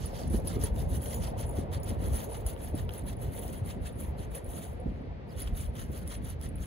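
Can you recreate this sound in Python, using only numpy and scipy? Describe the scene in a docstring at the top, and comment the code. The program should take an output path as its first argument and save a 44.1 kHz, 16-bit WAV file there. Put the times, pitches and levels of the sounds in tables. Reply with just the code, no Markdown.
"""A dog on a lead digs at dry gravelly ground: each paw stroke is a swelling and dying spray of
ringing grains, fine for sand and coarse for gravel. Pebbles click as short knocks with a bright tick,
and the metal clasp of the lead tinkles as a set of decaying modes. Wind, made of coloured noise and
sagging low swings, buffets two microphone ports over a distant drone of dull grains and faint hiss.
A small bird twitters once in gliding whistles."""
import sys
import numpy as np
from scipy import signal
from scipy.fft import rfft, irfft, next_fast_len
from scipy.io import wavfile
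from scipy.ndimage import uniform_filter1d

SR = 44100
rng = np.random.default_rng(int(sys.argv[2]) if len(sys.argv) > 2 else 0)


def generate_wav(sig):
    """Save sig (samples, or channels by samples) to the path in sys.argv[1] as 16-bit PCM at SR."""
    pcm = np.round(np.clip(np.atleast_2d(sig).T, -1, 1) * 32767).astype(np.int16)
    wavfile.write(sys.argv[1], SR, pcm)


N = 293706
TIME = np.arange(N) / SR
SIZE = next_fast_len(N)
FREQ = np.maximum(np.fft.rfftfreq(SIZE, 1 / SR), 1)

# paw strokes: (start [s], nominal length [s], sand level [dB], gravel level [dB])
STROKES = [(0, 0.076, -52.5, -53), (0.136, 0.1, -52, -49), (0.32, 0.067, -47.5, -54),
           (0.467, 0.077, -47.5, -49), (0.614, 0.052, -43.5, -49.5), (0.763, 0.071, -49, -53.5),
           (0.905, 0.074, -48, -56), (1.036, 0.14, -46, -52.5), (1.203, 0.077, -48, -50.5),
           (1.386, 0.045, -47.5, -46.5), (1.46, 0.061, -54, -77), (1.547, 0.062, -50.5, -52.5),
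           (1.727, 0.04, -46.5, -47.5), (1.852, 0.06, -48, -50), (2.02, 0.084, -48.5, -51.5),
           (2.14, 0.093, -40, -47.5), (2.302, 0.08, -50, -52.5), (2.47, 0.049, -43.5, -50.5),
           (2.593, 0.1, -52.5, -55), (2.76, 0.06, -47, -51.5), (2.926, 0.063, -49, -53.5),
           (3.07, 0.045, -46.5, -50.5), (3.209, 0.088, -52, -55.5), (3.348, 0.076, -43.5, -48.5),
           (3.452, 0.059, -53.5, -59.5), (3.52, 0.064, -51, -56), (3.662, 0.066, -49.5, -51.5),
           (3.834, 0.063, -53, -52.5), (3.991, 0.082, -50, -55), (4.187, 0.056, -55, -54.5),
           (4.329, 0.051, -46, -49), (4.503, 0.16, -47, -54.5), (4.802, 0.18, -76, -71.5),
           (5.295, 0.054, -64.5, -67), (5.381, 0.086, -50, -50.5), (5.564, 0.075, -44, -52.5),
           (5.767, 0.062, -48, -49.5), (5.914, 0.087, -52, -54.5), (6.086, 0.061, -48, -49.5),
           (6.242, 0.069, -52.5, -54), (6.416, 0.053, -52.5, -54.5), (6.592, 0.071, -53, -58.5)]
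# colour of sprayed sand, shared by the clasp's crack: (frequency [Hz], relative density [dB per Hz])
SAND_COLOUR = [(3000, -8.5), (5000, -33), (6200, -11.5), (7500, -15.5), (8500, -3.5), (10000, 0),
               (11500, -5.5), (12500, -6.5), (14000, -9.5), (15700, -10.5), (16050, -61)]


def undb(db):
    """Gain of a level in dB."""
    return 10 ** (np.asarray(db) / 20)


def across(table):
    """Columns of a (frequency, ..) table, interpolated over log frequency."""
    hz, *columns = np.transpose(table)
    return [np.interp(np.log(FREQ), np.log(hz), column) for column in columns]


def along(table):
    """Columns of a (time, ..) table, interpolated over the time axis."""
    s, *columns = np.transpose(table)
    return [np.interp(TIME, s, column) for column in columns]


def colour(x, spectrum):
    """Gives a white signal a spectrum at the same power; it keeps falling past its last point."""
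    gain = undb(across(spectrum)[0])
    gain = gain * np.minimum(1, spectrum[-1][0] / FREQ) ** 4
    gain = gain / np.sqrt(np.mean(gain ** 2))
    return irfft(rfft(x, SIZE) * gain, SIZE)[..., :N]


def ports(three, table):
    """Row 0 reaches both ports with a phase lag; rows 1 and 2 reach one port each."""
    lead, pan_db, share = across(table)
    share = np.clip(share, 0, 1)
    common, *own = rfft(three, SIZE)
    heard = []
    for k, side in enumerate((1, -1)):  # left, right
        together = np.sqrt(share) * np.exp(.5j * side * lead) * common
        alone = np.sqrt(1 - share) * own[k]
        heard.append(irfft(undb(side * pan_db / 2) * (together + alone), SIZE)[:N])
    return np.array(heard)


def walk(rate):
    """Random levels held 1 / rate s and slewed twice; spread near 1."""
    k = int(SR / rate)
    held = np.repeat(rng.standard_normal(N // k + 1), k)
    return 2.42 * uniform_filter1d(uniform_filter1d(held, k), k)[:N]


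def grains(low_hz, top_hz, rate, scatter_db, cycles, patchy_db, count):
    """Three rows of clicks ringing a few cycles, each pitch in its own patches; dense as unit white noise."""
    out = 0
    size = int(rate * N / SR)
    for hz in np.geomspace(low_hz, top_hz, count):
        clicks = np.zeros((3, N))
        at = rng.integers(0, N, (3, size))
        # a few grains strike far harder than the rest
        force = rng.standard_normal((3, size)) * undb(scatter_db * rng.exponential(size=(3, size)))
        np.put_along_axis(clicks, at, force, axis=1)
        ring = signal.lfilter(*signal.iirpeak(hz, cycles, SR), clicks)
        out = out + ring * np.sqrt(hz / np.mean(ring ** 2)) * undb(patchy_db * walk(55))
    width = np.mean((FREQ > low_hz) & (FREQ < top_hz))
    return out * np.sqrt(width / np.mean(out ** 2))


def add(out, s, sound):
    """Mixes a short sound in at a time."""
    i = int(s * SR)
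    out[..., i:i + sound.shape[-1]] += sound[..., :max(N - i, 0)]


def drone(hiss_mean_db=-59.5, hiss_follows=0.12):
    """A dull far drone, perhaps traffic, whose bands waver alone, and a faint smooth hiss above it."""
    # drift of the drone: (time [s], level [dB])
    drone_level = [(0, -43.5), (1.5, -41.5), (2.2, -41), (2.7, -44.5), (3.3, -45), (4.4, -45.5),
                   (5.05, -48), (6.66, -50)]
    # colour of the drone: (frequency [Hz], relative density [dB per Hz])
    drone_colour = [(150, -4.5), (300, -7.5), (480, 1), (700, -3.5), (950, -10.5), (1300, -24.5),
                    (2500, -81)]
    # colour of the hiss: (frequency [Hz], relative density [dB per Hz])
    hiss_colour = [(600, -8), (1200, -4), (2000, -3), (3000, -12), (4500, -17.5), (6000, -27.5),
                   (8000, -41.5), (12000, -41), (14000, -62)]
    db, = along(drone_level)
    bands = grains(144.4, 2655, 1500, scatter_db=1.1, cycles=5.5, patchy_db=1.5, count=12)
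    low = colour(bands, drone_colour) * undb(db + 0.5 * walk(3.98))
    # hiss_follows: dB the hiss moves per dB of drone
    hiss_db = hiss_mean_db + hiss_follows * (db - db.mean())
    hiss = colour(rng.standard_normal((3, N)), hiss_colour) * undb(hiss_db + 0.4 * walk(6.3))
    return low + hiss


def wind(flutter_mean_db=-46, flutter_follows=0.78, cycles=1.09, edge_s=0.0095, brief=2.23, snap_db=11, sag=0.1):
    """Turbulent rumble and flutter; single eddies slap the ports and swing out, sagging in pitch."""
    # wind on the ports: (time [s], rumble level [dB])
    rumble_level = [(0, -35.5), (.2, -38), (.33, -29.5), (.76, -34), (1.2, -36.5), (2.11, -36),
                    (2.39, -39.5), (2.76, -37), (3, -45), (3.11, -36.5), (3.76, -40), (4.12, -37),
                    (4.25, -40.5), (4.67, -40), (4.9, -40), (5.25, -44.5), (5.4, -37), (6.25, -38.5),
                    (6.66, -35.5)]
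    # colour of the rumble: (frequency [Hz], relative density [dB per Hz])
    rumble_colour = [(15, -51), (28, -22), (45, -3.5), (60, 0), (100, -4), (140, -10), (250, -24),
                     (500, -78)]
    # colour of the flutter: (frequency [Hz], relative density [dB per Hz])
    flutter_colour = [(60, -28), (120, -4.5), (160, 1), (250, -1.5), (350, -9.5), (600, -15.5), (1200, -51)]
    # colour of an eddy's sharp edge: (frequency [Hz], relative density [dB per Hz])
    edge_colour = [(80, -44.5), (170, -3.5), (280, -3), (450, -9.5), (800, -26), (1500, -51)]
    # eddies: (time [s], swing level [dB], mean pitch up to the crest at `cycles` turns [Hz], edge level [dB])
    buffets = [(0.297, -27, 112, -34.5), (.326, -27, 59.6, -27.5), (0.37, -35, 60, -33),
               (.556, -28, 105, -31.5), (.632, -27.5, 101.4, -31.5), (.706, -23, 64, -54),
               (0.914, -27.5, 90.5, -52), (0.966, -28, 85.5, -40), (1.575, -29, 87.4, -31.5),
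               (1.755, -33, 100, -48), (2.129, -25.5, 71.5, -40.5), (2.45, -24.5, 66, -66),
               (2.735, -28.5, 105.6, -31), (3.025, -40, 68.6, -43), (3.277, -27, 103, -37.5),
               (3.446, -38, 152, -38.5), (3.614, -26, 114, -64), (3.952, -34, 110, -40),
               (4.073, -26, 73, -42), (4.194, -30, 99, -41), (4.466, -34, 57.7, -44),
               (4.856, -29, 149, -34), (4.866, -26.5, 66.7, -64), (5.073, -45, 111, -46),
               (5.355, -31, 112, -46), (5.453, -32, 58.5, -48), (5.515, -31.5, 54, -43),
               (5.888, -29.5, 90, -37.5), (6.595, -30, 69, -44.5)]
    db, = along(rumble_level)
    rumble = colour(rng.standard_normal((3, N)), rumble_colour) * undb(db + 1.28 * walk(14))
    # flutter_follows: dB the flutter moves per dB of rumble
    flutter_db = flutter_mean_db + flutter_follows * (db - db.mean())
    flutter = colour(rng.standard_normal((3, N)), flutter_colour) * undb(flutter_db + 1.76 * walk(30))
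    eddies, edges, snaps = np.zeros((3, N)), np.zeros(N), np.zeros(N)
    t = TIME[:5000]
    for s, swing_db, hz, edge_db in buffets:
        crest_s = cycles / hz
        turn = hz * t / cycles  # 1 at the crest of the swing
        phase = 2 * np.pi * rng.random() + 0.64 * rng.standard_normal((3, 1))
        swing = np.cos(2 * np.pi * hz * t * (1 + sag) / (1 + sag * turn) + phase)
        envelope = (turn * np.exp(1 - turn)) ** brief
        add(eddies, s, undb(swing_db) * swing * envelope)
        add(edges, s, undb(edge_db) * np.minimum(turn, 1) * np.exp(-((t - crest_s) / edge_s) ** 2))
        # the pressure also snaps once at the crest
        add(snaps, s + crest_s, undb([edge_db + snap_db]) * np.sign(np.cos(phase.mean())))
    sharp = edges * colour(rng.standard_normal((3, N)), edge_colour) + colour(snaps, edge_colour)
    return rumble + flutter + eddies + sharp


def bird(pan_db=-3):
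    """Quick, slightly hoarse gliding whistles, a little to the right."""
    # notes: (start [s], length [s], start pitch [Hz], end pitch [Hz], level before panning [dB])
    notes = [(5.289, .016, 4300, 5600, -64), (5.302, .012, 5600, 3800, -65), (5.316, .016, 4600, 4250, -64),
             (5.343, .018, 3550, 3500, -65), (5.358, .014, 3700, 4400, -68)]
    out = np.zeros(N)
    for s, length, hz, end_hz, db in notes:
        ramp = np.linspace(0, 1, int(length * SR))
        hoarse_db = 2 * walk(470)[:len(ramp)]
        waver_hz = 90 * walk(560)[:len(ramp)]
        glide_hz = hz + (end_hz - hz) * ramp + waver_hz
        whistle = np.sin(2 * np.pi * np.cumsum(glide_hz) / SR)
        add(out, s, undb(db + hoarse_db) * np.sin(np.pi * ramp) * whistle)
    return out * undb([[pan_db / 2], [-pan_db / 2]])


def rattle(under_db=-15, shiver_s=0.047, count=3):
    """Faint extra clasp taps shaken loose by each stroke, louder with a strong one."""
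    chance = rng.random((len(STROKES), count, 3))
    start, _, sand_db, _ = np.transpose(STROKES)[..., None]
    s = start + shiver_s * chance[..., 0]
    db = sand_db + under_db + 12 * (chance[..., 1] - .5)
    ring_db = -25 + 15 * chance[..., 2]
    return list(zip(s.ravel(), db.ravel(), ring_db.ravel()))


def clasp(crack_db=-6, gentle_db=-51.0, choke_s=0.014):
    """Each tap rings the same metal modes in new proportions, with a noisy crack of contact."""
    # modes of the clasp: (frequency [Hz], relative level [dB], 60 dB decay [s])
    clasp_modes = [(4759, -23, .15), (9929, 0, .13), (11150, -9, .025), (12160, -13, .04)]
    # modes of the harness ring it knocks against: (frequency [Hz], relative level [dB], 60 dB decay [s])
    ring_modes = [(6943, 2, .12), (14420, 2, .04)]
    # taps: (time [s], level [dB], ring over clasp [dB])
    taps = [(.0573, -37, -19), (.2748, -48, -29), (.298, -45.5, -31), (.335, -48, -25), (.3576, -44, -21),
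            (.4725, -28.5, -28), (.6365, -27.5, -14), (.652, -39, -25), (1.017, -41.5, -25),
            (1.1029, -45.5, -15), (1.144, -39, 7), (1.157, -47.5, 12), (1.2, -49, -14),
            (1.2855, -47.5, -27), (1.463, -47, -17), (1.4916, -41, -6), (1.508, -50, 6), (1.522, -52, -25),
            (1.799, -51.5, -25), (1.8328, -48, 9), (1.842, -46, -25), (2.3261, -43, -12), (2.368, -46, -26),
            (2.4644, -34, 1), (2.535, -53, -25), (2.751, -46, -23), (2.977, -48, -24), (3.036, -54.5, -25),
            (3.0839, -42, -16), (3.166, -53, -25), (3.5309, -48.5, -25), (3.6581, -43, -17),
            (3.885, -53, -25), (3.9245, -54, -20), (3.94, -63, -25), (3.9558, -56, -25),
            (4.3505, -37.5, -11), (4.383, -55, -25), (4.443, -48.5, -11), (4.46, -58, -25),
            (4.799, -57, -34), (5.4178, -37, -8), (5.7957, -46, -3), (6.1639, -50, -23),
            (6.488, -47.5, -25), (6.5553, -47.5, -30)]
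    tones, cracks = np.zeros((3, N))[:2]
    t = TIME[:3000, None]
    hz, mode_db, t60 = np.transpose(clasp_modes + ring_modes)
    of_ring = np.arange(len(hz)) >= len(clasp_modes)
    for s, db, ring_db in list(taps) + rattle():
        chance = rng.standard_normal((3, len(hz)))
        share = undb(mode_db + 0.55 * chance[0] + ring_db * of_ring)
        # gentle taps wake the highest modes less
        share = share * undb(0.325 * min(db - gentle_db, 0) * (hz > clasp_modes[1][0]))
        pitch = hz * (1 + 0.00072 * chance[1])
        ring = share * np.sin(2 * np.pi * pitch * t + 3 * chance[2]) * 1000 ** (-t / t60)
        onset = 1 - np.exp(-t / .0008)
        # the parts touch again after a moment, which chokes the ring
        choke = 1 + np.exp((t - choke_s * (1 + .25 * chance[0, 0])) / .003)
        add(tones, s, undb(db) * (ring * onset / choke).sum(axis=1))
        crack = rng.standard_normal(len(t)) * 1000 ** (-t[:, 0] / 0.024)
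        add(cracks, s, undb(db + crack_db) * crack)
    return np.tile(tones + colour(cracks, SAND_COLOUR), (3, 1))


def pebbles(body_hz=3100):
    """Claws knock single pebbles: a dry, fast-dying stony knock and a bright tick."""
    # knocks: (time [s], body level [dB], treble over body [dB])
    knocks = [(.165, -33, -12), (0.472, -40, 3), (.6149, -46, 12), (.7627, -33, -9), (1.0595, -32, -14),
              (1.1432, -46, 14), (1.3837, -56, 2), (1.728, -42, -13), (1.8325, -47, 14), (2.172, -43, 6),
              (2.465, -42, 15), (2.5643, -32, -19), (2.578, -39, -10), (2.8923, -21.5, -15),
              (2.8958, -28, -19), (2.908, -32, -14), (2.9376, -42, 11), (3.0669, -41, -3),
              (3.4802, -35.5, 6.5), (3.831, -42, -3), (4.1922, -36.5, -12), (4.3514, -35, -4),
              (5.3965, -33, -15), (5.4615, -37, -20), (5.474, -28, -14), (5.4775, -27, -24),
              (5.4835, -33, -20), (5.754, -35, 1), (6.077, -44, 15), (6.1188, -38, -17), (6.414, -35.5, 1),
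              (6.584, -39, -12.5)]
    out = np.zeros((3, N))
    t = TIME[:1000]
    for (s, db, treble_db), pitch in zip(knocks, rng.standard_normal(len(knocks))):
        body = np.sin(2 * np.pi * body_hz * (1 + .04 * pitch) * t) * 1000 ** (-t / .004)
        # an impulse and a burst of noise
        strike = (2.2 * (t == 0) + 0.86 * rng.standard_normal(len(t))) * 1000 ** (-t / 0.0044)
        tick = signal.lfilter(*signal.iirpeak(7500, .75, SR), strike)
        add(out, s, undb(db) * (body + undb(treble_db) * tick))
    return out


def digging(rise_share=0.42, trickle_db=-15, trickle_t60_s=0.3, drag_s=0.0038, bite=1.06, square=2.31,
            crackle_db=-9):
    """Every stroke swells and dies as a spray of grains; thrown sand trickles down after it."""
    # colour of dragged gravel: (frequency [Hz], relative density [dB per Hz])
    gravel_colour = [(600, -6.5), (1200, 2.5), (1900, -1.5), (2400, -7), (3100, -1), (4000, -5.5),
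                     (5200, -10), (6500, -10), (9000, -11)]
    sand, gravel = np.zeros(N), np.zeros(N)  # power envelopes
    for s, length, sand_db, gravel_db in STROKES:
        rise, fall = rise_share * length, (1 - rise_share) * length
        since = TIME - s - rise
        sand_span = np.where(since < 0, rise, fall)
        sand += undb(2 * sand_db) * np.exp(-(abs(since) / sand_span) ** square)
        # the claws reach the gravel a moment after the pads stir the sand
        gravel_span = np.where(since < drag_s, rise, fall)
        gravel += undb(2 * gravel_db) * np.exp(-(bite * (since - drag_s) / gravel_span) ** 2)
    keep = np.exp(-2 * np.log(1000) / (trickle_t60_s * SR))
    trickle = undb(2 * trickle_db) * signal.lfilter([1 - keep], [1, -keep], sand)
    # the claws catch and slip, so the spray comes in lumps
    slip = walk(70)
    spray = sand * undb(2.0 * slip)
    # sparser, drier clicks of larger stones cracking loose
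    crackle = undb(crackle_db) * grains(1500, 7000, 45, scatter_db=2.0, cycles=2.1, patchy_db=1.0, count=5)
    fine = grains(3440, 18700, 1200, scatter_db=1.5, cycles=8.7, patchy_db=2.5, count=14)
    coarse = grains(950, 8080, 600, scatter_db=1.65, cycles=15.3, patchy_db=1.52, count=20)
    sprayed = colour(fine * np.sqrt(spray + trickle), SAND_COLOUR)
    dragged = colour((coarse + crackle) * np.sqrt(gravel) * undb(1.45 * slip), gravel_colour)
    return sprayed + dragged


def scene(rasp_hz=5250, rasp_sharpness=3.5):
    """Near sounds from the ground and far sounds with the wind meet the two ports differently."""
    # ports, near sound: (frequency [Hz], left phase lead [rad], left minus right [dB], share in common [0-1])
    near_ports = [(600, -1.8, 0, .5), (1500, -2.8, 0, .5), (2000, -6.3, -1, .6), (3000, -5.3, -2, .8),
                  (4000, -6.2, -1, .75), (4500, -5.9, -1, .4), (4850, -3.7, -.5, .7),
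                  (5600, -3.2, -.5, .93), (5900, -4.8, -1, .15), (6200, -6.2, 0, .45), (6900, -6.3, 0, .65),
                  (7400, -7.8, 0, .3), (8200, -9.3, 0, .995), (8900, -9.6, 0, .995), (10600, -12.4, 0, .98),
                  (11500, -12.8, 0, .98), (12500, -14.6, 0, .8), (13000, -15.6, 0, .995),
                  (13900, -15.9, 0, .995), (15000, -18.4, 0, .8), (15700, -18.85, 0, .99)]
    # ports, wind and far sound: (frequency [Hz], left phase lead [rad], left minus right [dB], share [0-1])
    far_ports = [(60, -0.5, 0.17, 0.87), (252, 0.5, 0.028, 0.51), (470, -1, .5, 0.45), (737, -2, 0.7, 0.41),
                 (1840, -2, 0.62, 0.54), (2560, -1, -.5, 0.21), (8000, 6, 0.08, 0.4)]
    # lift of the rasp band at the right port as the dog stands side on: (time [s], lift [dB])
    rasp_lift = [(0, 10.5), (1, 6), (2.3, 1), (4.7, -3), (5.4, 2.5), (6.66, 4)]
    left, right = ports(digging() + pebbles() + clasp(), near_ports)
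    rasp = signal.lfilter(*signal.iirpeak(rasp_hz, rasp_sharpness, SR), right)
    near = np.array([left, right + (undb(along(rasp_lift)[0]) - 1) * rasp])
    return near + ports(wind() + drone(), far_ports) + bird()


def record(dry, top_hz=16400):
    """The recorder cuts the top with a steep low-pass."""
    return signal.sosfilt(signal.ellip(8, .2, 70, top_hz, fs=SR, output="sos"), dry)


dry = scene()
out = record(dry)
generate_wav(out)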